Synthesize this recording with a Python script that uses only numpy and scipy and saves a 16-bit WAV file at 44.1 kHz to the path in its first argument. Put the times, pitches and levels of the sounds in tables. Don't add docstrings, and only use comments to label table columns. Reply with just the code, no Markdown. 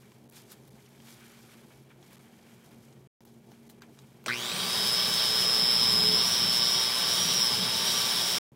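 import sys
import numpy as np
from scipy import signal
from scipy.fft import rfft, irfft, next_fast_len
from scipy.io import wavfile
from scipy.ndimage import uniform_filter1d

SR = 44100
rng = np.random.default_rng(int(sys.argv[2]) if len(sys.argv) > 2 else 0)


def volts_from_db(level):
    exponent = np.asarray(level, float) / 20
    return 10 ** exponent


def generate_wav(sig):
    pcm = np.round(np.clip(np.atleast_2d(sig).T, -1, 1) * 32767).astype(np.int16)
    wavfile.write(sys.argv[1], SR, pcm)


N = 377055
T = np.arange(N) / SR

# (frequency [Hz], density [dB per Hz])
ROOM_SPECTRUM = [(15, -71.5), (25, -40.5), (65, -12.5), (98, -13.5), (123, 0.5), (160, -7.5), (227, -3),
                 (259, -11), (355, -7), (494, -14), (900, -19), (1170, -28.5), (1980, -120)]
ROOM_DB, MIC_HISS_DB = -58, -79
# (frequency [Hz], level [dB])
COOLER_HUM = [(134.6, -65), (188.4, -73), (355.3, -75.5), (410, -72)]
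# (start [s], length [s], level [dB])
COOLER_SWELLS = [
    (-0.1, 0.55, -64.5),
    (0.66, .15, -68),
    (1.064, 0.6, -60),
    (2.25, 0.634, -61),
    (3.238, .83, -60.5),
    (4.21, 5.0, -63),
]
SWELL_HZ, SWELL_RISE_DB_PER_S, SWELL_FALL_DB_PER_S = 231.4, 78, 180

# (peak time [s], time to fade 10 dB [s], or if negative to rise 10 dB, hiss level
# [dB], dull level [dB])
PASTE_STROKES = [(0.04, .3, -67, -67.5), (0.265, 0, -62, -67), (0.368, .05, -52, -57.5),
                 (0.525, -0.03, -51, -56), (0.668, -0.1, -69, -82), (0.82, 0.9, -66, -68.5),
                 (1.095, 0.11, -55.5, -58), (1.26, 0.16, -59.5, -60.5), (1.4, 0.24, -62.5, -64),
                 (1.53, 0.1, -60, -61), (1.72, 0.2, -65, -65), (1.915, 0.02, -71.5, -58),
                 (2.047, .08, -67, -65.5), (2.139, 0.14, -61, -62.5), (2.258, 0.2, -72, -65),
                 (2.5, 0.4, -65.5, -65), (2.66, 0.04, -62.5, -68), (2.73, -0.04, -66, -63),
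                 (2.85, 0.15, -66, -70), (3.28, 0.1, -66, -74.5), (3.527, 0.25, -68.5, -70),
                 (3.705, -0.05, -61, -70), (3.83, 0.02, -70, -55), (4.0, 0.5, -67.5, -73),
                 (4.19, 1, -80, -71)]
# (frequency [Hz], density [dB per Hz])
RUB_HISS = [(2600, -10), (3400, 0), (6000, -1), (9000, -3.5), (13000, -3.5), (15900, -13.5)]
# (frequency [Hz], density [dB per Hz])
RUB_BODY = [(600, -8.5), (1000, -3), (1500, -1.5), (2200, -5), (3000, -6.5), (4200, -19.5)]
STROKE_RISE_SHARE, REST_HISS_DB, REST_DULL_DB = 0.63, -78.5, -74

# (time [s], peak [dB], ring [Hz], snap [dB])
UTENSIL_TAPS = [(0.1187, -42, 1030, -63), (0.2983, -54, 3490, -52), (0.3237, -45, 2440, -52),
                (0.519, -38, 1460, -42), (0.6769, -50, 826, -55), (0.7921, -47, 2130, -64),
                (0.862, -46, 3000, -70.5), (1.0017, -41, 3170, -62), (1.085, -39.5, 950, -61),
                (1.1912, -52, 4970, -61), (1.9036, -52.5, 2300, -70), (2.0273, -41.5, 3340, -65),
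                (2.1092, -50, 2060, -59), (2.1306, -43, 1040, -52), (2.4269, -46, 867, -64),
                (2.644, -52, 942, -60), (2.7153, -48.5, 950, -60), (2.8505, -56, 988, -66),
                (2.9263, -44, 829, -67), (3.206, -46.5, 945, -62), (3.2521, -47, 877, -53),
                (3.518, -40, 784, -57), (3.698, -40.5, 4100, -46), (3.8203, -32.5, 1573, -50.5),
                (3.9894, -38, 3870, -80)]
# (time [s], peak [dB], ring [Hz], snap [dB])
SWITCH_SNAPS = [
    (4.241, -40, 498, -56),
    (4.261, -18.5, 2273, -48),
    (4.263, -20.5, 2280, -42),
    (4.267, -21, 630, -55),
    (4.273, -21.5, 447, -44),
    (4.28, -29, 1550, -45.5),
]
# (time [s], peak [dB], ring [Hz], snap [dB])
GEAR_CATCHES = [
    (4.495, -21, 2460, -40),
    (4.517, -19.5, 2510, -40),
    (4.564, -19.5, 2480, -39),
]

# (time [s], settled slot tone [Hz])
SETTLED_PITCH = [(4.7, 5165), (5.4, 5275), (5.72, 5220), (5.85, 5258), (5.96, 5115), (6.09, 5150),
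                 (6.3, 5445), (6.45, 5335), (6.82, 5405), (6.93, 5150), (7.2, 5525), (7.35, 5575),
                 (7.52, 5160), (7.68, 5190), (7.92, 5615), (8.1, 5360), (8.22, 5365), (8.32, 5495)]
# (time [s], whine facing the microphone [dB], shaft leaning on the bowl [dB], beaters'
# depth in the paste [dB])
HAND_GRIP = [(4.75, -33, -51, -1), (4.92, -28, -51.5, -1.5), (5.1, -30, -52, -2), (5.35, -28, -48.5, -2),
             (5.55, -25, -51.5, -0.5), (6.02, -24, -45, 5), (6.14, -23.5, -42, 2.5), (6.3, -28, -72, -1),
             (6.62, -26, -62, 2.5), (6.8, -27.5, -56, -2.5), (6.91, -31.5, -61, -1.5),
             (7.1, -29.5, -60, -1.5), (7.3, -30, -55, -3), (7.42, -25, -58, -0.5), (7.62, -33, -51, 5),
             (7.86, -31.5, -59, -6), (8.1, -32, -65.5, -3), (8.39, -31.5, -64, -3.5)]
SLOTS, MAINS_PULSE_HZ, PULSE_TOP_S = 12, 120.07, 5.1059
START_S, SPIN_UP_S, SPIN_UP_HZ = 4.28, 0.165, 3810
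BITE_S, BITE_LENGTH_S, BITE_HZ = 4.51, 0.075, 350

# (frequency [Hz], density [dB per Hz])
BOWL_RUMBLE = [(24, -59.5), (40, -27), (59, -34), (90, -7), (129, -8.5), (183, -0.5), (297, -12),
               (330, -35), (430, -43.5), (730, -120)]
# (frequency [Hz], density [dB per Hz])
GEAR_NOISE = [(180, -44.5), (300, -19), (368, -3.5), (1080, -5.5), (1150, -4), (1360, -5.5), (2800, -6),
              (3640, -38.5), (6160, -120)]
# (frequency [Hz], width [Hz], level [dB])
GEAR_MODES = [(1014, 29, -5.5), (1158, 11, 4), (1540, 55, -8), (2280, 55, -8.5)]
# (frequency [Hz], density [dB per Hz])
CASING_NOISE = [(2500, -24), (2900, -8), (3150, -4.5), (3450, -3), (3800, -4), (4150, -8.5), (4600, -4.5),
                (5200, -6.5), (5650, -7), (5950, -9.5), (6250, -25.5)]
# (frequency [Hz], width [Hz], level [dB])
CASING_MODES = [(3065, 29, 2), (3200, 20, 1), (3277, 60, -2), (3802, 56, 3), (3916, 30, 3), (4720, 37, -3)]
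# (frequency [Hz], density [dB per Hz])
VENT_AIR = [(6200, -1), (6600, -6), (7000, -2.5), (8000, -3), (8640, -4), (9180, -2.5), (9840, -3.5),
            (10500, -2.5), (11500, -8.5), (12800, -5), (14400, -7.5), (15100, -5.5), (15900, -6.5)]
# (level [dB], power of speed [-], switch-on burst [dB])
CASING_STRENGTH = (-31.0, 2.17, -33)
# (level [dB], power of speed [-], switch-on burst [dB])
GEAR_STRENGTH = (-37.5, 0.9, -43)
# (level [dB], power of speed [-], switch-on burst [dB])
VENT_STRENGTH = (-37.5, 1.85, -42)
# (level [dB], power of speed [-], switch-on burst [dB])
BOWL_STRENGTH = (-44, 2.1, -49)
BURST_S = 0.017
VENT_FOLLOWS_DEPTH = -0.17

# (frequency [Hz], level [dB])
WHINE_COLOUR = [(1000, -3), (4600, -3), (4900, -3.5), (5040, -2.5), (5135, 8), (5235, 1.5), (5350, 4.5),
                (5430, -14), (5500, -3.5), (5575, -8.5), (5655, 5), (5730, -12.5), (5880, -13),
                (6300, -20.5)]
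# (slot tone [Hz], level [dB])
WHINE_BY_PITCH = [(1360, -9), (1950, -0.5), (2600, -6.5), (3100, -8), (3800, -5), (4250, -14), (4650, -9.5),
                  (4900, 0)]
# (slot tone [Hz], level [dB])
OCTAVE_BY_PITCH = [(1360, -62), (1950, -51.5), (2500, -40), (3300, -46.5), (3700, -43.5), (4750, -46.5),
                   (5150, -50), (5550, -49.5)]
# (frequency [Hz], width [Hz], level [dB])
SHELL_MODES = [(1500, 94, 8), (2080, 70, 6), (2370, 90, 2.5)]
# (frequency [Hz], level [dB])
STATOR_HUM = [(120, -59.5), (240, -57.5), (360, -56.5)]

TREBLE_GAPS = [0.283, 0.306, 0.7, 2.163, 2.188, 3.245, 3.687, 3.803]
TREBLE_GAP_S = 0.004
# (start [s], stop [s])
SILENCES = [
    (3.075, 3.206),
    (8.385, 8.518),
]
TOP_HZ, THIN_FROM_HZ, SPARSE_FROM_HZ = 15800, 2500, 9500


def rms_one(x):
    return x / np.sqrt(np.mean(x ** 2) + 1e-20)


def in_time(rows):
    s, *columns = np.transpose(rows)
    return [np.interp(T, s, c) for c in columns]


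def by_pitch(points, hz):
    table_hz, table_db = np.transpose(points)
    return np.interp(np.log(hz), np.log(table_hz), table_db)


def drift(rate_hz):
    r = np.exp(-2 * np.pi * 20 * rate_hz / SR)
    slow = signal.lfilter([1], [1, -2 * r, r * r], rng.standard_normal(N // 20 + 4002))[4000:]
    return np.interp(np.arange(N) / 20, np.arange(len(slow)), rms_one(slow))


def colour(x, points):
    size = next_fast_len(N)
    hz, db = np.transpose(points)
    octave = np.log2(np.maximum(np.arange(size // 2 + 1) * SR / size, 1))
    beyond = np.maximum(np.log2(hz[0]) - octave, 0) + np.maximum(octave - np.log2(hz[-1]), 0)
    gain = volts_from_db(np.interp(octave, np.log2(hz), db) - 40 * beyond)
    return irfft(rfft(x, size) * gain, size)[:N]


def resonance(x, hz, width_hz):
    r = np.exp(-np.pi * width_hz / SR)
    top = np.array([1, 0, -1]) * (1 - r * r) / 2
    return signal.lfilter(top, [1, -2 * r * np.cos(2 * np.pi * hz / SR), r * r], x)


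def ringing(x, rings):
    return rms_one(x + sum(volts_from_db(db) * resonance(x, hz, width) for hz, width, db in rings))


def rush(points, patchy_db):
    return rms_one(colour(rng.standard_normal(N), points) * volts_from_db(patchy_db * drift(13.4)))


def kitchen():
    hum = np.zeros(N)
    for hz, db in COOLER_HUM:
        hum += volts_from_db(db + 2.5 * drift(1.5)) * np.sin(2 * np.pi * hz * T + 0.5 * drift(2))
    swells_db = []
    for s, length, db in COOLER_SWELLS:
        rise = SWELL_RISE_DB_PER_S * (s - T)
        fall = SWELL_FALL_DB_PER_S * (T - s - length)
        swells_db.append(db - np.maximum(rise, fall).clip(0))
    swell = volts_from_db(np.max(swells_db, axis=0))
    hum += swell * np.sin(2 * np.pi * SWELL_HZ * T + 0.4 * drift(2))
    room = volts_from_db(ROOM_DB) * rush(ROOM_SPECTRUM, patchy_db=1.7)
    return room + np.sqrt(2) * hum + volts_from_db(MIC_HISS_DB) * rng.standard_normal(N)


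def stroke_gain(column, rest_db):
    power = volts_from_db(2 * rest_db) * np.ones(N)
    for row in PASTE_STROKES:
        near = slice(max(int((row[0] - 0.8) * SR), 0), int((row[0] + 0.8) * SR))
        age = (T[near] - row[0]) / row[1]
        power[near] += volts_from_db(2 * row[column] - 20 * np.maximum(age, -age / STROKE_RISE_SHARE))
    return np.sqrt(power)


def rubbing():
    bright = rms_one(colour(rng.standard_normal(N) * volts_from_db(1.85 * drift(120)), RUB_HISS))
    dull = colour(rng.standard_normal(N) * volts_from_db(1.7 * drift(44)), RUB_BODY)
    dull = ringing(dull, [(2310, 160, -0.1), (3210, 230, -1)])
    hiss_gain = stroke_gain(column=2, rest_db=REST_HISS_DB)
    return hiss_gain * bright + stroke_gain(column=3, rest_db=REST_DULL_DB) * dull


def knocks(events, t60, share):
    out, age = np.zeros(N + SR), np.arange(SR // 10) / SR
    low = signal.butter(2, 7000, "low", fs=SR, output="sos")
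    high = signal.butter(2, 7000, "high", fs=SR, output="sos")
    ring_envelope = volts_from_db(-60 * age / t60) * np.minimum(age / 0.00073, 1)
    crack_envelope = volts_from_db(-60 * age / 0.005) + 0.21 * volts_from_db(-60 * age / 0.079)
    for s, db, hz, snap_db in events:
        noise = rng.standard_normal(len(age))
        crack = noise * crack_envelope
        dull_crack = signal.sosfilt(low, crack)
        rough = 0.84 * signal.sosfilt(low, noise[::-1])
        ring = (np.sin(2 * np.pi * hz * age) + rough) * ring_envelope
        snap = volts_from_db(snap_db + 7.5) * signal.sosfilt(high, crack)
        at = round(s * SR)
        out[at:at + len(age)] += volts_from_db(db) * (share * dull_crack + (1 - share) * ring) + snap
    return signal.sosfilt(signal.butter(2, 350, "high", fs=SR, output="sos"), out[:N] + 1e-18)


def since_start():
    return np.maximum(T - START_S, 0)


def mains_pulse(sharpness):
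    lag = 0.0025 * np.exp(-since_start() / 0.61)
    return np.exp(sharpness * (np.cos(2 * np.pi * MAINS_PULSE_HZ * (T - PULSE_TOP_S - lag)) - 1))


def slot_hz():
    settled = uniform_filter1d(in_time(SETTLED_PITCH)[0], size=SR // 25)
    missing = SPIN_UP_HZ * np.exp(-since_start() / SPIN_UP_S)
    sag = BITE_HZ * np.exp(-((T - BITE_S) / BITE_LENGTH_S) ** 2 / 2)
    return settled - missing - sag


def jolt():
    shake = rng.standard_normal(N) * mains_pulse(sharpness=0.56) * np.exp(-since_start() / 0.026)
    low, high = resonance(shake, 1370, 550), resonance(shake, 4000, 700)
    return volts_from_db(-11.5) * resonance(low, 1600, 550) + volts_from_db(-18) * resonance(high, 4100, 700)


def motor_rush():
    speed, age = slot_hz() / SETTLED_PITCH[1][1], since_start()
    depth_db = in_time(HAND_GRIP)[2]

    def gain(strength):
        db, power, burst_db = strength
        return volts_from_db(db) * speed ** power + volts_from_db(burst_db) * np.exp(-age / BURST_S)

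    gears = ringing(rush(GEAR_NOISE, patchy_db=0.5), [(hz, width, db + 5.5) for hz, width, db in GEAR_MODES])
    casing = ringing(rush(CASING_NOISE, patchy_db=0.91), CASING_MODES)
    vent = ringing(rush(VENT_AIR, patchy_db=0.9), [(8130, 250, -4), (9090, 81, 0.5)])
    vent = volts_from_db(VENT_FOLLOWS_DEPTH * depth_db + 0.5 * drift(2.1)) * vent
    bright = gain(CASING_STRENGTH) * casing + gain(GEAR_STRENGTH) * gears + gain(VENT_STRENGTH) * vent
    throb = np.clip(0.59 * np.exp(-age / 0.078) + 0.01, 0, 1)
    bright = bright * (1 - throb + throb * rms_one(mains_pulse(sharpness=0.42)))
    bowl = ringing(rush(BOWL_RUMBLE, patchy_db=1.5), [(180.8, 10, 1.7)])
    return bright + gain(BOWL_STRENGTH) * volts_from_db(depth_db + 1.1 * drift(6.5)) * bowl


def motor_tones():
    facing_db, shaft_db, _ = in_time(HAND_GRIP)
    pitch = slot_hz()
    turn = 2 * np.pi * np.cumsum(pitch) / SR
    strain = np.exp(-since_start() / 0.18)
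    wobble = 0.22 * drift(27) + (0.094 + 1.9 * strain) * drift(150)
    skew = 0.54 * np.sin(2 * np.pi * MAINS_PULSE_HZ * (T - PULSE_TOP_S))

    pulse = mains_pulse(sharpness=4.5 - 2.2 * strain) * volts_from_db(1.1 * drift(30))
    whine = colour(pulse * np.sin(turn + wobble + skew), WHINE_COLOUR)
    whine = whine / np.sqrt(uniform_filter1d(whine ** 2, size=SR // 12) + 1e-9)
    whine = volts_from_db(facing_db + by_pitch(WHINE_BY_PITCH, pitch)) * whine
    whine = whine + sum(volts_from_db(db) * resonance(whine, hz, width) for hz, width, db in SHELL_MODES)

    octave = rms_one(mains_pulse(sharpness=0.54) * np.sin(2 * (turn + wobble) + 0.45 * drift(200)))
    octave = volts_from_db(by_pitch(OCTAVE_BY_PITCH, pitch) + 2.5 * drift(4)) * octave

    shaft = np.sqrt(2) * np.sin(turn / SLOTS + 0.3 * drift(2.6))
    shaft = volts_from_db(shaft_db - 34 * strain + 1.2 * drift(5)) * shaft
    twice = np.sqrt(2) * np.sin(2 * turn / SLOTS + 1.56 * drift(5))
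    twice = volts_from_db(-52.5 - 60 * strain + 2.5 * drift(5.1)) * twice

    hum = np.zeros(N)
    for hz, db in STATOR_HUM:
        hum += volts_from_db(db + 10.4 * strain + 1.25 * drift(2.1)) * np.sqrt(2) * np.sin(2 * np.pi * hz * T)
    return whine + octave + shaft + twice + hum


def scene():
    running = np.clip((T - START_S) / 0.0023, 0, 1) * (T < SILENCES[1][1] - 0.05)
    hits = knocks(UTENSIL_TAPS, t60=0.0265, share=0.72)
    hits = hits + knocks(SWITCH_SNAPS, t60=0.016, share=0.55) + knocks(GEAR_CATCHES, t60=0.016, share=0.5)
    mix = kitchen() + rubbing() + hits + running * (jolt() + motor_rush() + motor_tones())
    return np.stack([mix, mix])


def thinned(x, masked_db, under_db, thin_db):
    hz, _, z = signal.stft(x, SR, "cosine", nperseg=2048)
    power = abs(z) ** 2
    near = uniform_filter1d(power, size=60, axis=0)
    below = uniform_filter1d(power, size=80, axis=0, origin=36)
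    band = uniform_filter1d(power, size=8, axis=0)
    keep = (power > near * volts_from_db(2 * masked_db)) & (band > below * volts_from_db(2 * under_db))
    keep &= (band > near * volts_from_db(2 * thin_db)) | (hz < SPARSE_FROM_HZ)[:, None]
    keep = (keep | (hz < THIN_FROM_HZ)[:, None]) & (hz < TOP_HZ)[:, None]
    return signal.istft(z * keep, SR, "cosine", nperseg=2048)[1][:N]


def blanked(x):
    treble = signal.sosfiltfilt(signal.butter(2, 1200, "high", fs=SR, output="sos"), x)
    hole = np.zeros(N)
    hole[(np.array(TREBLE_GAPS) * SR).astype(int)] = 1
    span = int(TREBLE_GAP_S * SR)
    hole = uniform_filter1d(uniform_filter1d(hole, size=2 * span), size=span // 2) * 2 * span
    return x - 0.85 * hole * treble


def top_cut(x):
    return signal.sosfilt(signal.butter(12, 16810, fs=SR, output="sos"), x)


def record(dry):
    sound = blanked(thinned(dry[0], masked_db=-9, under_db=-19.5, thin_db=-3))
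    for start, stop in SILENCES:
        sound = sound * np.clip(np.maximum((start - T) / 0.0015, (T - stop) / 0.0003), 0, 1)
    finished = np.stack([sound, sound])
    return top_cut(finished)


dry = scene()
out = record(dry)
generate_wav(out)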